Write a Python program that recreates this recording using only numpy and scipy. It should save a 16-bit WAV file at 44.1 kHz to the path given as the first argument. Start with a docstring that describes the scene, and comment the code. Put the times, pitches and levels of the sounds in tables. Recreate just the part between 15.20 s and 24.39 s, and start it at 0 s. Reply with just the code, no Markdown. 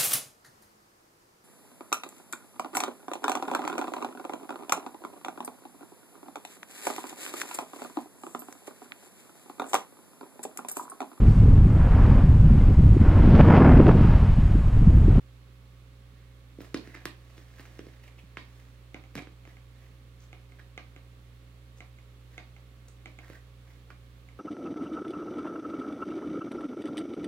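"""Two kittens play with a cardboard box on a thick rug in a living room.
Their paws knock and dent the box, so the air inside thumps, the panels ring and the creases crack.
They flick its end flap, scrape and prick the card with their claws, brush it with their fur
and land on the floor with soft thuds. The room adds a short echo.
Underneath, a household appliance hums steadily in a faint hiss of air."""
import sys
import numpy as np
from scipy import signal
from scipy.fft import rfft, irfft, next_fast_len
from scipy.io import wavfile

SR = 44100
rng = np.random.default_rng(int(sys.argv[2]) if len(sys.argv) > 2 else 0)


def wav_out(sig):
    """Save sig, one row per channel (or a flat mono array), as 16-bit PCM at SR to the path in sys.argv[1]."""
    wavfile.write(sys.argv[1], SR, np.round(np.clip(np.atleast_2d(sig).T, -1, 1) * 32767).astype(np.int16))


N = 405279

# Paw blows on the box. 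Each row: start in seconds, relative levels in dB of the hollow thump,
# the panel ring and the crease crack, number of touches.
PAW_KNOCKS = [(1.386, -39.5, -80, -78, 1), (1.405, -43, -52.5, -59, 2), (1.544, -26.5, -36.5, -40, 1),
              (1.674, -45, -54, -63, 1), (1.7506, -50.5, -48, -57.5, 3), (1.8547, -36.5, -35, -40, 1),
              (2.179, -51.5, -57, -59, 1), (2.3957, -48.5, -52, -60, 1), (2.4538, -58, -54.5, -64, 1),
              (2.5914, -38.5, -50, -56, 1), (2.667, -46.5, -65, -64, 1), (3.1706, -45.5, -37, -56, 1),
              (3.744, -41.5, -58, -61, 1), (3.9534, -39, -43, -47.5, 4), (4.021, -48, -56, -58, 1),
              (4.0711, -50, -55, -68, 1), (4.275, -51.5, -57, -69, 1), (5.3941, -59.5, -56, -80, 1),
              (8.0999, -45.5, -54.5, -66, 1), (8.7039, -56, -50, -66, 1)]
# Flicks of the end flap. Each row: start in seconds, relative level in dB.
FLAP_FLICKS = [(2.592, -54.5), (3.7441, -41.5), (3.8381, -55), (3.979, -40.5), (4.2522, -54),
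               (4.3685, -55.5), (5.1295, -47.5), (5.3206, -56), (5.577, -39), (5.7626, -50.5),
               (6.605, -45.5), (6.7858, -56), (7.1794, -40.5), (7.3643, -55.5), (7.858, -43),
               (7.988, -46.5), (9.0875, -55)]
# Single claw strokes. Each row: middle in seconds, length in seconds, relative level in dB, pitch in Hz.
CLAW_STROKES = [(1.574, .047, -52.5, 3900), (1.747, .018, -50.5, 1807), (2.401, .049, -60, 1790),
                (2.84, .049, -67.5, 2440), (2.881, .045, -61.5, 2330), (2.992, .037, -58, 2380),
                (3.976, .077, -49, 2120), (4.291, .084, -60.5, 1930), (4.617, .32, -74.5, 1960),
                (5.03, .086, -66.5, 6500), (5.395, .028, -55, 1660), (6.58, .035, -64, 6500),
                (7.144, .12, -67.5, 1700), (7.684, .016, -57.5, 7040), (8.1, .28, -61.5, 1680),
                (8.514, .21, -71.5, 1910), (8.707, .022, -53, 1570)]
# Rubbing as a kitten climbs over the box. 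Each row: time in seconds, claw level in dB, fur level in dB.
CLIMB_LEVELS = [(.7, -98, -100), (1.03, -74, -97), (1.38, -89, -82), (1.41, -73, -55.5), (1.53, -84, -70),
                (1.67, -60, -61), (1.82, -64.5, -67), (2.03, -88, -75), (2.17, -76, -62.5),
                (2.27, -74, -67), (2.42, -68, -62.5), (2.6, -74, -65), (2.93, -76, -77), (3.1, -81, -78),
                (3.38, -77, -65), (3.7, -89, -85)]
# Claw tips pricking the card. Each row: start in seconds, relative level in dB.
CLAW_PRICKS = [(1.418, -64), (1.544, -63), (1.8545, -49), (3.9535, -56), (8.0996, -69)]
# A kitten landing on the rug. Each row: start in seconds, relative level in dB.
LANDINGS = [(1.544, -40.5), (3.038, -51), (3.961, -40), (3.982, -41.5), (8.10, -50.5)]

# The ways each part rings, called modes. Each row: pitch in Hz, width in Hz, relative level in dB.
HOLLOW_MODES = [(235, 170, 1.5), (350, 260, -1), (530, 260, -8)]  # the air in the box
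PANEL_MODES = [(700, 400, -7), (1200, 450, -1), (1650, 520, 0), (2150, 700, 0), (2800, 900, -7)]
CREASE_MODES = [(3580, 910, 4), (5230, 2100, 5), (8450, 3800, -8)]
FLAP_MODES = [(310, 260, -4), (760, 200, -6), (1250, 260, -12), (1620, 280, -10), (2010, 260, -5),
              (2200, 520, 0), (2900, 600, -16), (3500, 800, -14)]
SNAP_MODES = [(4960, 1200, -25), (6450, 1600, 7)]  # a claw leaving the flap
ALL_ROUND_MODES = [(280, 260, 0), (720, 550, -3), (1350, 900, -1), (2150, 1400, 0), (3500, 2200, -3)]  # the card's modes from all directions, merged into broad humps
CLAW_TIP_MODES = [(10800, 1300, -6), (13300, 1800, -3)]  # a claw tip on the card's coating
FLOOR_MODES = [(149, 91, 0)]  # the floor under the rug

# Tone colours of fur, room echo and air. Each row: frequency in Hz, relative level in dB.
FUR_SPECTRUM = [(100, -27), (300, 9), (700, 7), (2000, 4), (5500, 0), (9000, -6), (13000, -9), (16000, -10)]
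ECHO_SPECTRUM = [(100, 9), (240, 2), (600, 0.5), (1100, 0.5), (2000, -3.5), (3800, -4.5), (6000, -3.5),
                 (9000, -1), (14000, -10)]
AIR_SPECTRUM = [(25, -4), (50, -4), (100, 7.5), (170, 3), (280, 4), (450, -2.5), (700, -7), (1000, -7.5),
                (1200, -4), (1500, -7), (2200, -7.5), (3700, -10), (5200, -17), (10000, -20.5),
                (16000, -22.5)]
# How long the echo lasts. Each row: frequency in Hz, seconds to fade by 60 dB.
ECHO_FADE = [(150, .27), (500, .3), (1400, .26), (3700, .28), (9000, .2), (15000, .16)]
# Sound arriving from all sides. Each row: frequency in Hz, likeness of left and right (1 is identical).
STEREO_LIKENESS = [(100, 0.68), (300, 0.75), (640, 0.6), (1400, 0), (3000, 0), (16000, 0.063)]
# Left-right tilts. Each row: frequency in Hz, left minus right in dB.
BOX_TILT = [(200, 1.5), (700, -1.5), (1500, -3.5), (4500, 4.5), (8000, 5.5), (13000, 16)]  # sound coming straight from the box
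MICROPHONE_TILT = [(60, -3.5), (700, -3.5), (1300, -3), (2400, -4.5), (4400, -6.5), (8000, -2.5),
                   (15000, -3.5)]  # sensitivity of the two microphones

TOUCH_GAP_S, TOUCH_LOSS_DB = .0108, 5.5  # a fumbling paw touches again, softer than it first hit
# Fur level at a typical stroke, and the share of a stroke's extra dB that the fur follows.
TYPICAL_STROKE_DB, STROKE_FUR_DB, FUR_FOLLOWS = -55.5, -59, 0.57
MOTOR_HZ, MAINS_HUM_HZ = 59.695, 119.98
MOTOR_DB, MAINS_HUM_DB = -54, -55
# Fainter appliance tones. Each row: pitch in Hz, level in dB.
APPLIANCE_WHINES = [(179.2, -74), (240, -88), (269.2, -76), (414, -79), (469, -80.5), (538.2, -74),
                    (1120, -82), (2148, -83.5), (2628, -90), (4177, -99), (4297, -88.5)]


def paw_knocks():
    """Paws thump the box's air, ring its panels and crack creases. Gives direct and wall-bound sound."""
    touches = [(s + k * TOUCH_GAP_S, *(np.array(levels_db) - TOUCH_LOSS_DB * (k > 0)))
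               for s, *levels_db, count in PAW_KNOCKS for k in range(round(count))]
    starts, thump_db, panel_db, crack_db = np.transpose(touches)
    thumps = blows(zip(starts, thump_db), HOLLOW_MODES, buckle=.066, buckle_s=.0027, gain_db=-.5)
    cracks = blows(zip(starts, crack_db), CREASE_MODES, buckle=.2, buckle_s=.004, gain_db=-.5)
    panels = blows(zip(starts, panel_db), PANEL_MODES, buckle=.045, buckle_s=.004)
    spread = blows(zip(starts, panel_db), ALL_ROUND_MODES, buckle=.071, buckle_s=.0047)
    return thumps + cracks + panels, from_db(-5) * (thumps + cracks) + spread


def flap_flicks():
    """The flap snaps off a claw and springs back. Gives direct and wall-bound sound."""
    swing = blows(FLAP_FLICKS, FLAP_MODES, buckle=.032, buckle_s=.012)
    snap = blows(FLAP_FLICKS, SNAP_MODES, buckle=.12, buckle_s=.0016, gain_db=-17)
    spread = blows(FLAP_FLICKS, ALL_ROUND_MODES, buckle=.06, buckle_s=.0063, gain_db=-4)
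    return swing + snap, spread + from_db(-6.5) * swing + from_db(-6) * snap


def blows(rows, modes, buckle, buckle_s, gain_db=0):
    """Each blow rings the modes with a push, then tiny fading slips as the surface buckles."""
    track = np.zeros(N)
    t = np.arange(2048) / SR
    for start, db in rows:
        force = (t == 0) + buckle * rng.standard_normal(len(t)) * np.exp(-t / buckle_s)
        spot_db = rng.standard_normal(len(modes))  # each spot rings a little differently
        ring = sum((-1) ** k * from_db(mode_db + spot_db[k]) * soft_ring(force, hz, width)
                   for k, (hz, width, mode_db) in enumerate(modes))
        attack_level = np.sqrt(np.mean(ring[t < .006] ** 2))
        add(track, start, from_db(db + gain_db) * ring / attack_level)
    return track


def soft_ring(x, hz, width):
    """Soft card takes a moment to get moving, so the resonance acts twice."""
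    return resonate(resonate(x, hz, width), hz, width)


def resonate(x, hz, width):
    """One resonance: it passes its own pitch at full strength and weakens the rest."""
    r = np.exp(-np.pi * width / SR)
    feedback = [1, -2 * r * np.cos(2 * np.pi * hz / SR), r * r]
    return signal.lfilter(np.array([1, 0, -1]) * (1 - r * r) / 2, feedback, x)


def claws_and_fur(slips_per_s, uneven_db, rubbing_hz):
    """Claws stick and slip over the card, in long rubbing and single strokes; fur adds a fine hiss."""
    slips = (rng.random(N) < slips_per_s / SR) * rng.standard_normal(N)
    slips *= from_db(uneven_db * drift(per_s=150))
    claw_gain, fur_gain = climbing_gains()
    scrape = claw_gain * rasp(slips, rubbing_hz)
    for middle, length, db, hz in CLAW_STROKES:
        start = max(middle - length / 2, 0)
        swell = np.hanning(int(length * SR))
        grains = slips[int(start * SR):][:len(swell)]
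        add(scrape, start, from_db(db) * swell[:len(grains)] * rasp(grains, hz))
        add(fur_gain, start, from_db(STROKE_FUR_DB + FUR_FOLLOWS * (db - TYPICAL_STROKE_DB)) * swell)
    fur_hiss = unit_level(coloured(rng.standard_normal(N) + 5 * slips, FUR_SPECTRUM))
    return scrape + fur_gain * fur_hiss


def climbing_gains():
    """How strongly claws and fur rub while a kitten climbs on the box; zero before and after."""
    times, *levels_db = np.transpose(CLIMB_LEVELS)
    t = np.arange(N) / SR
    return [from_db(np.interp(t, times, db)) * (t > times[0]) * (t < times[-1]) for db in levels_db]


def rasp(slips, hz):
    """Slips ring the card under the claw and, faintly, the hollow of the box."""
    return unit_level(soft_ring(slips, hz, width=hz / 2) + .12 * resonate(slips, hz=540, width=460))


def claw_pricks():
    """Claw tips prick the coated card with tiny, high ticks."""
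    return blows(CLAW_PRICKS, CLAW_TIP_MODES, buckle=.13, buckle_s=.0013, gain_db=2.5)


def floor_thuds():
    """A kitten's weight lands on the rug and shakes the floor under it."""
    return blows(LANDINGS, FLOOR_MODES, buckle=.0076, buckle_s=.0015)


def room_echo(x, gain_db, build_s):
    """Walls and furniture send back a blur of echoes that dies away band by band."""
    t = np.arange(SR // 2) / SR
    edges_hz = np.geomspace(80, 16000, 22)
    tail = 0
    for low, high in zip(edges_hz, edges_hz[1:]):
        hz = np.sqrt(low * high)
        band_pass = signal.butter(2, [low, high], "band", fs=SR, output="sos")
        band = signal.sosfilt(band_pass, diffuse_noise(SR))[:, -len(t):]
        fade = from_db(-60 * t / at_hz(ECHO_FADE, hz))
        band = unit_level(band * fade * (1 - np.exp(-t / build_s)))
        width_gain = np.sqrt(2 * (high - low) / SR / len(t))  # wider bands carry more energy
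        tail = tail + band * from_db(at_hz(ECHO_SPECTRUM, hz)) * width_gain
    return from_db(gain_db) * signal.fftconvolve(x[None], tail, axes=1)[:, :N]


def appliance():
    """The motor runs just under mains speed, beside the magnetic hum and some faint whines."""
    hum = tone(MOTOR_HZ, MOTOR_DB, waver=.02) + tone(MAINS_HUM_HZ, MAINS_HUM_DB, waver=.044)
    return hum + sum(tone(hz, db, waver=.44) for hz, db in APPLIANCE_WHINES)


def tone(hz, db, waver):
    """A steady tone whose phase wanders by about `waver` radians."""
    phase = 2 * np.pi * (hz * np.arange(N) / SR + rng.random())
    return np.sqrt(2) * from_db(db) * np.sin(phase + waver * drift(per_s=4))


def still_air():
    """A faint, low hiss comes from all around the room."""
    noise = diffuse_noise(next_fast_len(N))[:, :N]
    return from_db(-61.5) * unit_level(coloured(noise, AIR_SPECTRUM))


def diffuse_noise(size):
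    """White noise from all sides: left and right are alike only for long, low waves."""
    mid, side = rfft(rng.standard_normal((2, size)))
    alike = at_hz(STEREO_LIKENESS, np.arange(len(mid)) * SR / size)
    return irfft(np.sqrt((1 + alike) / 2) * mid + np.sqrt((1 - alike) / 2) * side * [[1], [-1]], size)


def placed(x, lead_ms):
    """Direct sound reaches the left microphone a little earlier."""
    return np.array([x, np.roll(x, round(lead_ms * SR / 1000))])


def tilted(pair, tilt):
    """Give half of a left-right tilt to the left side and the opposite half to the right."""
    return np.array([coloured(pair[0], tilt, share=.5), coloured(pair[1], tilt, share=-.5)])


def coloured(x, spectrum, share=1):
    """Turn each frequency up or down by a share of the table's dB."""
    size = next_fast_len(x.shape[-1] + 2048)
    hz = np.arange(size // 2 + 1) * SR / size
    return irfft(rfft(x, size) * from_db(share * at_hz(spectrum, hz)), size)[..., :x.shape[-1]]


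def drift(per_s):
    """A random wander of about size 1, gliding to a new value per_s times a second."""
    values = rng.standard_normal(int(N / SR * per_s) + 2)
    return unit_level(np.interp(np.arange(N) / SR * per_s, np.arange(len(values)), values))


def add(track, start_s, sound):
    """Mix a sound into the track at its start time."""
    start = max(round(start_s * SR), 0)
    track[start:start + len(sound)] += sound[:N - start]


def at_hz(table, hz):
    """Read between a table's rows, with octaves evenly spaced."""
    row_hz, values = np.transpose(table)
    return np.interp(np.log(np.maximum(hz, 1)), np.log(row_hz), values)


def unit_level(x):
    """Scale a signal to an average (rms) level of 1."""
    return x / np.sqrt(np.mean(x ** 2) + 1e-20)


def from_db(db):
    """Turn decibels into a gain."""
    return 10 ** (np.asarray(db) / 20)


def scene():
    """The box is heard directly and through the room, over still air and the hum."""
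    rubbing = claws_and_fur(slips_per_s=2600, uneven_db=5, rubbing_hz=1830)
    rustle = rubbing + claw_pricks()
    thuds = floor_thuds()
    box, box_to_walls = paw_knocks()
    flap, flap_to_walls = flap_flicks()
    direct = tilted(placed(box + rustle + thuds, lead_ms=.04) + placed(flap, lead_ms=.12), BOX_TILT)
    echoes = room_echo(box_to_walls + flap_to_walls + from_db(-.5) * rustle, gain_db=.03, build_s=.0073)
    return direct + echoes + still_air() + appliance()


def record(dry):
    """The right microphone is the more sensitive; treble above 15850 Hz is cut."""
    low_pass = signal.ellip(10, .1, 70, 15850, fs=SR, output="sos")
    return signal.sosfilt(low_pass, tilted(dry, MICROPHONE_TILT))


dry = scene()
out = record(dry)
wav_out(out)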